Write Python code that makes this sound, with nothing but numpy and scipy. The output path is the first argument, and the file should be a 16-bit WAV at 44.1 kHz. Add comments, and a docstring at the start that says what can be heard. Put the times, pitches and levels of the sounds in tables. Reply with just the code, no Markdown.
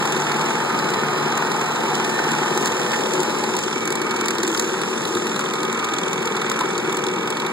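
"""Tractor trenching beside a utility cart

A diesel tractor drives a trenching wheel and a soil conveyor outdoors; a cart's engine hums alongside.
The diesel throbs once a cycle and shakes loose steel twice a cycle. Soil hisses up the conveyor,
its steel clanks, hydraulics whine. Halfway the wheel stops cutting, then the conveyor swings upright.
Stereo widening steers alternate bands to the middle and to the sides."""
import sys
import numpy as np
from scipy import signal
from scipy.fft import rfft, irfft, next_fast_len
from scipy.io import wavfile
from scipy.ndimage import map_coordinates

SR = 44100
rng = np.random.default_rng(int(sys.argv[2]) if len(sys.argv) > 2 else 0)


def int16_out(signal):
    """Quantize to a 16-bit WAV file."""
    q = np.round(np.clip(np.atleast_2d(signal).T, -1, 1) * 32767)
    wavfile.write(sys.argv[1], SR, q.astype(np.int16))


N = 331632

STEEL_HZ = (3850, 7300)  # conveyor steel, low and high mode cluster


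def amp(db):
    """dB to gain."""
    return 10 ** (np.asarray(db) / 20)


def unit(x):
    """Scale to rms 1."""
    return x / np.sqrt(np.mean(x ** 2) + 1e-20)


def along(points, hz):
    """Read (f/Hz, value) points on a log axis."""
    f, v = np.transpose(points)
    return np.interp(np.log(hz + 1), np.log(f), v)


def curves(rows):
    """Per-sample curve for each column after t/s."""
    s, *cols = np.transpose(rows)
    return [np.interp(np.arange(N) / SR, s, c) for c in cols]


def wobble(knots_per_s):
    """Smooth random curve."""
    knots = rng.standard_normal(int(N * knots_per_s / SR) + 4)
    return map_coordinates(knots, [np.arange(N) * knots_per_s / SR])


def spell(start_s, end_s, ramp_s):
    """Trapezoid gate, 0-1, ramps inside the span."""
    t = np.arange(N) / SR
    return np.clip(np.minimum(t - start_s, end_s - t) / ramp_s, 0, 1)


def spells(rows, ramp_s):
    """Summed gates from rows of start/s, end/s, level/dB."""
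    return sum(amp(db) * spell(start_s, end_s, ramp_s) for start_s, end_s, db in rows)


def filtered(x, response):
    """Apply a zero-phase gain response(hz)."""
    size = next_fast_len(N + SR // 2)
    return irfft(rfft(x, size) * response(np.fft.rfftfreq(size, 1 / SR)), size)[..., :N]


def rush(spectrum, power=1):
    """Stereo noise under a power envelope, then coloured; rms 1."""
    noise = np.sqrt(power) * rng.standard_normal((2, N))
    return unit(filtered(noise, lambda hz: amp(along(spectrum, hz))))


def ringing(modes):
    """Narrow resonances kept ringing by random contacts; rms 1."""
    def body(f):
        return sum(amp(db) / (1 + ((f - hz) / width_hz) ** 2) for hz, width_hz, db in modes)
    return unit(filtered(rng.standard_normal((2, N)), body))


def tone(turns):
    """Sine, channels in quadrature; rms 1."""
    return np.sqrt(2) * np.array([np.sin(2 * np.pi * turns), np.cos(2 * np.pi * turns)])


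def anytime(per_s):
    """Random times/s."""
    return rng.uniform(0, N / SR, int(per_s * N / SR))


def impulses(times_s, sizes):
    """Impulse train."""
    return np.bincount(np.clip(times_s * SR, 0, N - 1).astype(int), sizes, N)


def bursts(times_s, scatter_db, t60_s):
    """Power envelope of decaying contacts of random size; mean 1."""
    sizes = amp(scatter_db * np.clip(rng.standard_normal(len(times_s)), -2, 2)) ** 2
    pole = amp(-60 / (t60_s * SR)) ** 2
    power = signal.lfilter([1], [1, -pole], impulses(times_s, sizes))
    return power / power.mean()


def strike(s, hz, width_oct, t60_s, rise_s, crack_db):
    """Stereo blow at time s on a dense mode cluster, with a broad crack; peak 1."""
    t = np.arange(SR // 4) / SR
    octaves = np.log2((np.fft.rfftfreq(len(t), 1 / SR) + 1) / hz)
    colour = 1 / (1 + (octaves / width_oct) ** 2) + amp(crack_db) / (1 + (octaves / 2) ** 4)
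    modes = irfft(rfft(rng.standard_normal((2, len(t)))) * colour, len(t))
    ring = modes * (1 - np.exp(-t / rise_s)) * np.exp(-np.log(1000) * t / t60_s)
    out = np.zeros((2, N + SR))
    out[:, max(round(s * SR), 0):][:, :len(t)] = ring / np.abs(ring).max()
    return out[:, :N]


def beats(phase, jitter_s):
    """Times/s at which the diesel passes one phase (0-1) of its cycle."""
    speed = [(0, 20.81), (2, 20.785), (3.5, 20.8), (5.2, 20.8), (5.8, 20.9), (7, 20.92), (7.52, 21.05)]  # four-stroke cycle rate: t/s, f/Hz
    cycles = np.cumsum(curves(speed)[0]) / SR
    times_s = np.interp(np.arange(int(cycles[-1])) + phase, cycles, np.arange(N) / SR)
    return times_s + jitter_s * rng.standard_normal(len(times_s))


def bite():
    """How hard the wheel bites the ground, 0-1."""
    ground_bite = [(0, 0.71), (2.3, 0.71), (3.1, 0.42), (3.57, 0.44), (3.67, 0.12), (4.3, 0.25)]  # wheel load: t/s, bite/1
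    return np.clip(curves(ground_bite)[0], 0, 1)


def upright(start_s=4.4, end_s=5.6):
    """How far the conveyor has swung up, 0-1."""
    return spell(start_s, np.inf, ramp_s=end_s - start_s)


def firing_rumble():
    """Three firings a cycle rumble, louder under load."""
    spectrum = [(30, -49), (65, -21), (100, -16), (130, -5.5), (170, 2), (210, 1.5), (260, 0), (320, 2.5),
                (450, 2.5), (520, -0.5), (620, -3.5), (900, -31), (2000, -62)]  # rumble: f/Hz, density/dB
    firings_s = np.concatenate([beats(phase, jitter_s=0.0015) for phase in (0.27, 0.56, 0.79)])
    level_db = -30.5 + 2 * bite() + 0.59 * wobble(5.9)
    return amp(level_db) * rush(spectrum, 3 + bursts(firings_s, scatter_db=0.5, t60_s=0.021))


def frame_throb():
    """One heavy beat a cycle booms in the frame, which at times growls under strain."""
    spectrum = [(120, -35), (250, -16), (320, -14.5), (362, 0.5), (400, -10.5), (460, -6.5), (560, -26),
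                (1000, -61)]  # frame boom: f/Hz, density/dB
    strains = [(3.85, 4.747, -33), (4.85, 5.35, -36), (6.55, 7.3, -39)]  # growls: start/s, end/s, level/dB
    growl_mode = [(331, 6, 0)]  # frame resonance: f/Hz, half-width/Hz, level/dB
    heavy = bursts(beats(0.3, jitter_s=0.0015), scatter_db=1.5, t60_s=0.038)
    throb = amp(-34 + wobble(6)) * rush(spectrum, 1 + heavy)
    return throb + spells(strains, ramp_s=0.11) * ringing(growl_mode)


def block_clatter(upright_db=-0.14):
    """The block knocks twice a cycle; load makes the clatter louder and more even."""
    spectrum = [(620, -21), (720, -3.5), (820, -3), (970, 2.5), (1150, 4), (1350, 4.5), (1700, -0.5),
                (2100, -3), (2600, -2), (3300, -11), (4300, -13.5), (8000, -41)]  # engine block: f/Hz, density/dB
    load = bite()
    knock = bursts(beats(0.54, jitter_s=0.0015), scatter_db=1.5, t60_s=0.08)
    answer = bursts(beats(0.16, jitter_s=0.0012), scatter_db=2, t60_s=0.05)
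    stray = bursts(anytime(220), scatter_db=1, t60_s=0.017)
    power = 1.15 + (0.85 - 0.5 * load) * knock + 0.4 * (1 - load) * answer + 0.4 * stray
    level_db = -30.5 + 7 * load + upright_db * upright() + 0.63 * wobble(4.27)
    return amp(level_db) * rush(spectrum, power)


def gear_whine():
    """The drive's gear mesh sings one unsteady tone."""
    mesh = [(0, 1233, -37.5), (1.25, 1233, -32), (2.1, 1234, -42), (2.45, 1234, -32), (2.8, 1234, -39.5),
            (3.7, 1236, -43), (4.1, 1238, -37), (4.5, 1238, -44), (5.3, 1240, -38), (5.85, 1243, -34),
            (6.15, 1243, -39), (6.6, 1244, -36.5), (7.52, 1246, -38.5)]  # gear mesh: t/s, f/Hz, level/dB
    mesh_hz, mesh_db = curves(mesh)
    turns = np.cumsum(mesh_hz * (1 + 0.001 * wobble(4))) / SR
    return amp(mesh_db + 1.6 * wobble(11)) * tone(turns + 0.035 * wobble(30))


def frame_thump(ring_hz=373, rise_s=0.0028, t60_s=0.078, level_db=-35):
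    """The heavy firing rings one frame mode once a cycle."""
    times_s = beats(0.183, jitter_s=0.0005)
    blows = impulses(times_s, amp(2.2 * rng.standard_normal(len(times_s))))
    t = np.arange(SR // 5) / SR
    ring = tone(ring_hz * t) * (1 - np.exp(-t / rise_s)) * np.exp(-np.log(1000) * t / t60_s)
    return amp(level_db) * unit(signal.fftconvolve(blows[None], ring, axes=1)[:, :N])


def cart(shaft_hz=37.5, gain_db=-2.1):
    """The cart's engine hums on unsteady shaft orders; the fourth booms, then fades."""
    orders = [(3, -56), (4, -42.5), (6, -38.5), (8, -45), (10, -37.5), (12, -39.5), (13, -39.5)]  # engine hum: shaft order, level/dB
    boom = [(0, 7.5), (1, 4.5), (2.2, 5), (2.7, -1.5), (4, -12), (7.52, -8.5)]  # fourth order: t/s, gain/dB
    shaft_turns = np.cumsum(shaft_hz * (1 + 0.003395 * wobble(5))) / SR
    boom_db, = curves(boom)
    hum = 0
    for order, db in orders:
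        level_db = db + gain_db + (order == 4) * boom_db + 2.2 * wobble(11)
        hum += amp(level_db) * tone(order * shaft_turns + 0.04 * wobble(16))
    return hum


def trencher(clear_bite=0.25, buried_bite=0.55, drive_hz=845):
    """Teeth grind and tear earth while narrow tones ring; the drive whines; the wheel scrapes climbing out."""
    grinding = [(600, -32), (760, -4), (860, -0.5), (1000, -3.5), (1120, -9.5), (1600, -14.5),
                (2200, -20.5), (4000, -36.5)]  # teeth: f/Hz, density/dB
    bite_rings = [(846, 8, -3), (900, 9, 0), (974, 12, -6), (1032, 16, -9)]  # narrow rings, sounding only while the wheel bites: f/Hz, half-width/Hz, level/dB
    hollow = [(300, -30), (420, -1.5), (500, 2), (620, -2), (760, -12), (1000, -36)]  # hollow scrape: f/Hz, density/dB
    # torn earth: f/Hz, density/dB
    tearing = [(350, -45), (520, -4), (620, -3.5), (730, 2.5), (800, -4.5), (1000, -33)]
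    load = bite()
    contact = np.clip((load - clear_bite) / (buried_bite - clear_bite), 0, 1)
    teeth = amp(-35 + 8 * load) * rush(grinding, 13 + bursts(anytime(160), scatter_db=9, t60_s=0.056))
    earth = amp(-32) * load * contact * rush(tearing)
    rings = amp(-34) * contact * ringing(bite_rings)
    drive_turns = np.cumsum(drive_hz * (1 + 0.002 * wobble(8))) / SR
    digging = spell(-np.inf, 3.66, ramp_s=0.087)
    conveyor_drive = amp(-37.5 + 1.5 * wobble(10.8)) * digging * tone(drive_turns)
    scrape = amp(-31.5) * spell(2.45, 3.57, ramp_s=0.34) * rush(hollow)
    return teeth + earth + rings + conveyor_drive + scrape


def conveyor(plate_max_db=-41.5, plate_db_per_db=1.55):
    """Grit slides along the conveyor and makes its side plate sing; twice the load slips."""
    flow = [(0, -33.5), (0.55, -35), (1.05, -37.5), (1.85, -35.5), (2.6, -33), (3.55, -34), (4.0, -39.5),
            (4.55, -35), (5.2, -34), (5.7, -39), (6.6, -38.5), (7.52, -42)]  # soil flow: t/s, level/dB
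    sliding = [(1200, -27), (2500, 7), (3600, 9.5), (4700, 4), (5800, 10.5), (7200, 5), (8500, 6.5),
               (10000, -1), (12000, -8.5), (13600, -11), (14500, -2), (16000, -34)]  # sliding soil: f/Hz, density/dB
    plate_modes = [(7200, 38, 15), (7320, 130, -11)]  # side plate: f/Hz, half-width/Hz, level/dB
    slips = [(2.498, 2.8, -39), (4.398, 4.738, -34)]  # load slips: start/s, end/s, level/dB
    slipping = [(4000, -37), (6500, 11), (9000, -7), (11000, -11), (14000, -8), (16000, -31)]  # slipping grit: f/Hz, density/dB
    flow_db, = curves(flow)
    grit = bursts(anytime(500), scatter_db=6, t60_s=0.005)
    soil = amp(flow_db) * rush(sliding, 2 + grit)
    plate = amp(plate_max_db + plate_db_per_db * (flow_db - flow_db.max())) * ringing(plate_modes)
    slip = spells(slips, ramp_s=0.14) * rush(slipping, 0.86 + grit)
    return soil + plate + slip


def rattle():
    """Shaking throws guard and chain against their stops twice a cycle; a touch leads the main hit."""
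    guard = [(700, -19), (1600, 2), (2500, -16), (3200, 14), (3800, -1), (4400, -15), (5200, 6),
             (6200, 1.5), (9000, -21), (16000, -26)]  # loose guard: f/Hz, density/dB
    chain = [(2500, -8), (4800, -42), (6000, 8), (6700, 10), (7250, 5.5), (8000, 6.5), (9500, -2),
             (13500, -74), (14500, -20), (16000, -79)]  # chain: f/Hz, density/dB
    main_s = beats(0.585, jitter_s=0.0015)
    back_s = beats(0.14, jitter_s=0.0016)
    touch_s = beats(0.48, jitter_s=0.002)
    stray_s = anytime(30)
    force_db = 1.6 * wobble(5.5) - 1.1 * bite()  # the wheel's hold in the ground damps the shaking
    out = 0
    for spectrum, level_db in ((guard, -38 - 3 * upright()), (chain, -41.5)):
        power = bursts(main_s, scatter_db=2.3, t60_s=0.031)
        power += 0.42 * bursts(back_s, scatter_db=3.3, t60_s=0.038)
        power += 0.3 * bursts(touch_s, scatter_db=3, t60_s=0.024)
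        power += 0.15 * bursts(stray_s, scatter_db=6, t60_s=0.016)
        out += amp(level_db + force_db) * rush(spectrum, power)
    return out


def pump(piston_hz=448.8, fourth_lift_db=3):
    """Hydraulic whine on piston harmonics; rises with bite, eases as the conveyor comes upright."""
    orders = [(2, -51), (4, -56), (5, -53), (7, -52.5), (8, -62), (9, -57.5), (11, -61.5)]  # piston harmonics: order, level/dB
    swells = [(4, 1.95, 3.15, 8.5), (7, 2.5, 2.95, 5), (9, 0.6, 2.45, 5), (9, 3.05, 3.6, 5.5),
              (9, 5.05, 5.65, 6.5), (11, 0.2, 1.85, 4.5), (11, 0.9, 1.5, 3.5), (11, 2.6, 3.65, 4)]  # swells as pressure shifts: order, start/s, end/s, lift/dB
    load_db = 3.5 + 7.5 * bite() - 7.5 * upright()
    turns = np.cumsum(piston_hz * (1 + 0.0008 * wobble(14))) / SR
    whine = 0
    for order, db in orders:
        swell_db = sum(lift_db * spell(start_s, end_s, ramp_s=0.21)
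                       for swelling, start_s, end_s, lift_db in swells if swelling == order)
        level_db = db + load_db + (order == 4) * fourth_lift_db + swell_db + 2.3 * wobble(12)
        whine += amp(level_db) * tone(order * (turns + 0.008 * wobble(70)))
    return whine


def breeze(level_db=-73, gust_db=5):
    """Faint low buffeting in random gusts."""
    spectrum = [(15, -6), (45, -9), (80, 0), (200, -30), (600, -80)]  # wind: f/Hz, density/dB
    return amp(level_db + gust_db * wobble(6.1)) * rush(spectrum)


def clods():
    """Clods knock on the conveyor housing."""
    hits = [(0.051, -11.5, 1050, .3), (1.423, -13, 1580, .35), (1.611, -15, 1070, .3),
            (2.189, -12, 1550, .35), (2.932, -13, 1830, .35), (3.436, -17, 900, .1),
            (3.543, -13.5, 970, .07), (4.139, -16, 1000, .2), (4.305, -15, 1600, .35),
            (5.171, -15, 1310, .25), (5.827, -16, 1250, .3), (6.515, -15, 1150, .4),
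            (6.608, -11, 1000, .09), (6.924, -16, 1300, .4)]  # clod hits: t/s, peak/dB, f/Hz, half-width/oct
    return sum(amp(db) * strike(s, hz, width_oct, t60_s=0.06, rise_s=0.001, crack_db=-26)
               for s, db, hz, width_oct in hits)


def clank(s, hz):
    """A blow rings the steel at hz, its other cluster more weakly, knocks the frame and bounces once."""
    other_hz = STEEL_HZ[int(hz < np.mean(STEEL_HZ))] * (1 + 0.06 * rng.standard_normal())
    flight_s = 0.004 * rng.uniform(0.5, 1.6)
    main = strike(s, hz, width_oct=0.2, t60_s=0.018, rise_s=0.0009, crack_db=-13)
    other = strike(s, other_hz, width_oct=0.25, t60_s=0.018, rise_s=0.0005, crack_db=-13)
    bounce = strike(s + flight_s, other_hz, width_oct=0.4, t60_s=0.018, rise_s=0.0005, crack_db=-10)
    knock = strike(s, hz=1550, width_oct=0.45, t60_s=0.03, rise_s=0.001, crack_db=-30)
    return main + amp(-7) * other + amp(-8) * knock + amp(-9) * bounce


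def steel_clanks():
    """Sharp clanks on the conveyor steel; late on, light hinge ticks in time with the engine."""
    hits = [(0.0544, -14, 7780), (0.1216, -12.5, 7800), (0.164, -17, 4000), (0.318, -17.5, 4100),
            (0.411, -17, 4000), (0.789, -18, 4700), (0.902, -16, 7200), (0.937, -18, 4000),
            (1.3746, -13, 6900), (1.516, -16, 4000), (1.951, -15, 6800), (2.047, -16, 7400),
            (2.097, -15, 7200), (2.3156, -14.5, 7530), (2.575, -11, 7300), (2.6569, -8.5, 7110),
            (2.669, -14, 3810), (2.674, -14, 6900), (2.917, -16, 4000), (3.1348, -13, 6900),
            (3.203, -15, 7200), (3.231, -14.5, 7240), (3.438, -15, 4300), (3.566, -11.5, 7300),
            (3.5892, -14.5, 7430), (3.636, -17.5, 7300), (3.853, -16, 7300), (3.875, -14.5, 7250),
            (3.9035, -15, 7200), (3.9232, -12, 7450), (3.954, -13.5, 7300), (4.016, -14, 4200),
            (4.1094, -14, 3870), (4.164, -18.5, 4100), (4.210, -13.5, 7400), (4.258, -16, 7400),
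            (4.2828, -8.5, 4300), (4.306, -13.5, 7100), (4.383, -15, 4200), (4.4316, -9, 7060),
            (4.476, -12.5, 7700), (4.546, -15, 7200), (4.5748, -11.5, 4460), (4.5958, -7, 6850),
            (4.8155, -15, 3500), (5.0519, -13.5, 3970), (5.1502, -15, 3690), (5.269, -16.5, 3700),
            (5.360, -16.5, 3800), (5.3921, -14, 6900), (5.5358, -15, 3900), (5.6306, -14.5, 3960),
            (5.727, -16, 7100), (5.846, -14.5, 7200), (5.9354, -17, 3620), (5.984, -17, 3700),
            (6.131, -16, 7000), (6.256, -17, 7200), (6.2735, -18, 3730), (6.366, -16.5, 3700),
            (6.416, -16.5, 3700), (6.4966, -12, 6760), (6.5151, -13, 3850), (6.591, -16, 7200),
            (6.608, -18, 3800), (6.7785, -15.5, 6900), (6.926, -18, 7200), (6.9691, -13, 8140),
            (7.0658, -15.5, 3930), (7.274, -17.5, 3500), (7.3023, -13, 7600), (7.369, -17.5, 3600),
            (7.399, -16.5, 3800), (7.464, -17, 3600)]  # blows on steel: t/s, level/dB, f/Hz
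    radiation = [(9000, 0), (12000, -4.5), (16000, -4.5)]  # treble radiated by the steel: f/Hz, gain/dB
    clanks = sum(amp(db) * clank(s, hz) for s, db, hz in hits)
    return filtered(clanks, lambda hz: amp(along(radiation, hz)))


def pebbles(per_s=2):
    """Random engine beats throw small stones against the steel."""
    count = int(per_s * N / SR)
    times_s = rng.choice(beats(0.47, jitter_s=0.0031), count, replace=False)
    rings_hz = rng.choice(STEEL_HZ, count) * (1 + 0.074 * rng.standard_normal(count))
    levels_db = -24 + 1.5 * rng.standard_normal(count)
    return sum(amp(db) * clank(s, hz) for s, db, hz in zip(times_s, levels_db, rings_hz))


def jolts():
    """Heavy jolts make the whole frame boom."""
    hits = [(0.512, -20), (1.165, -20), (1.552, -20), (1.617, -20), (1.837, -18), (2.56, -15), (2.612, -18),
            (2.797, -17), (3.195, -19), (3.279, -17), (3.538, -18), (4.045, -19), (4.096, -19),
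            (4.575, -20), (4.82, -20), (4.962, -20), (5.155, -14), (6.305, -19), (6.643, -18), (6.882, -20)]  # frame jolts: t/s, peak/dB
    return sum(amp(db) * strike(s, hz=372, width_oct=0.07, t60_s=0.11, rise_s=0.0019, crack_db=-42)
               for s, db in hits)


def valve(whistle_hz=2262):
    """A hydraulic valve whistles while held open."""
    openings = [(3.73, 4.32, -35.5), (5.503, 7.6, -37)]  # valve open: start/s, end/s, level/dB
    turns = np.cumsum(whistle_hz * (1 + 0.0008 * wobble(6.7))) / SR
    return spells(openings, ramp_s=0.034) * amp(0.67 * wobble(18)) * tone(turns)


def hinge():
    """As the conveyor rises, its hinge takes up play once an engine cycle and falls back more lightly."""
    spectrum = [(1800, -24), (2700, -23), (3250, 13), (3700, 7.5), (4200, -5), (5500, -43), (12000, -37)]  # hinge ring: f/Hz, density/dB
    take_up = bursts(beats(0.56, jitter_s=0.001), scatter_db=1.2, t60_s=0.018)
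    fall_back = bursts(beats(0.12, jitter_s=0.001), scatter_db=3, t60_s=0.016)
    return amp(-40) * upright() * rush(spectrum, take_up + 0.35 * fall_back)


def scene():
    """All sources summed in open air."""
    tractor = firing_rumble() + frame_throb() + block_clatter() + gear_whine() + frame_thump()
    running = tractor + cart() + trencher() + conveyor() + rattle() + pump() + breeze()
    return running + clods() + steel_clanks() + pebbles() + jolts() + valve() + hinge()


def record(dry, comb_hz=2945, leak=0.07, top_hz=15750):
    """Stereo widening: interleaved combs share each frequency between mid and side; then a band limit."""
    side_limit = [(60, 13), (100, 1), (150, -10.5), (300, -18), (450, -6), (620, 4), (850, -10),
                  (1300, -24), (1700, 37.5)]  # ceiling on side over mid: f/Hz, ratio/dB
    side_lift = [(1450, -4.5), (1750, 10.5), (2100, 9), (2500, 1), (2950, 3.5), (3600, -5), (5000, 5.5),
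                 (5900, -7.5), (7000, 0.5)]  # extra side: f/Hz, gain/dB
    balance = [(80, 0), (160, 4.5), (300, 10.5), (450, 3.5), (620, 6), (800, 0), (1070, 11.5), (1470, -4),
               (1900, -6), (2400, -5.5), (3600, -6), (4200, 0)]  # left over right: f/Hz, ratio/dB

    def angle_rad(hz):
        comb = np.sin(np.pi * hz / comb_hz) ** 2
        side_over_mid = amp(along(side_lift, hz)) * (1 - comb + leak) / (comb + leak)
        return np.arctan(np.minimum(side_over_mid, amp(along(side_limit, hz))))

    def lean(hz):
        overlap = np.sin(2 * angle_rad(hz))  # 0 where only mid or only side passes
        return amp(np.outer([0.5, -0.5], along(balance, hz) * overlap))

    mid = filtered((dry[0] + dry[1]) / np.sqrt(2), lambda hz: np.cos(angle_rad(hz)))
    side = filtered((dry[0] - dry[1]) / np.sqrt(2), lambda hz: np.sin(angle_rad(hz)))
    wide = filtered(np.array([mid + side, mid - side]), lean)
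    return filtered(wide, lambda hz: hz < top_hz)


dry = scene()
out = record(dry)
int16_out(out)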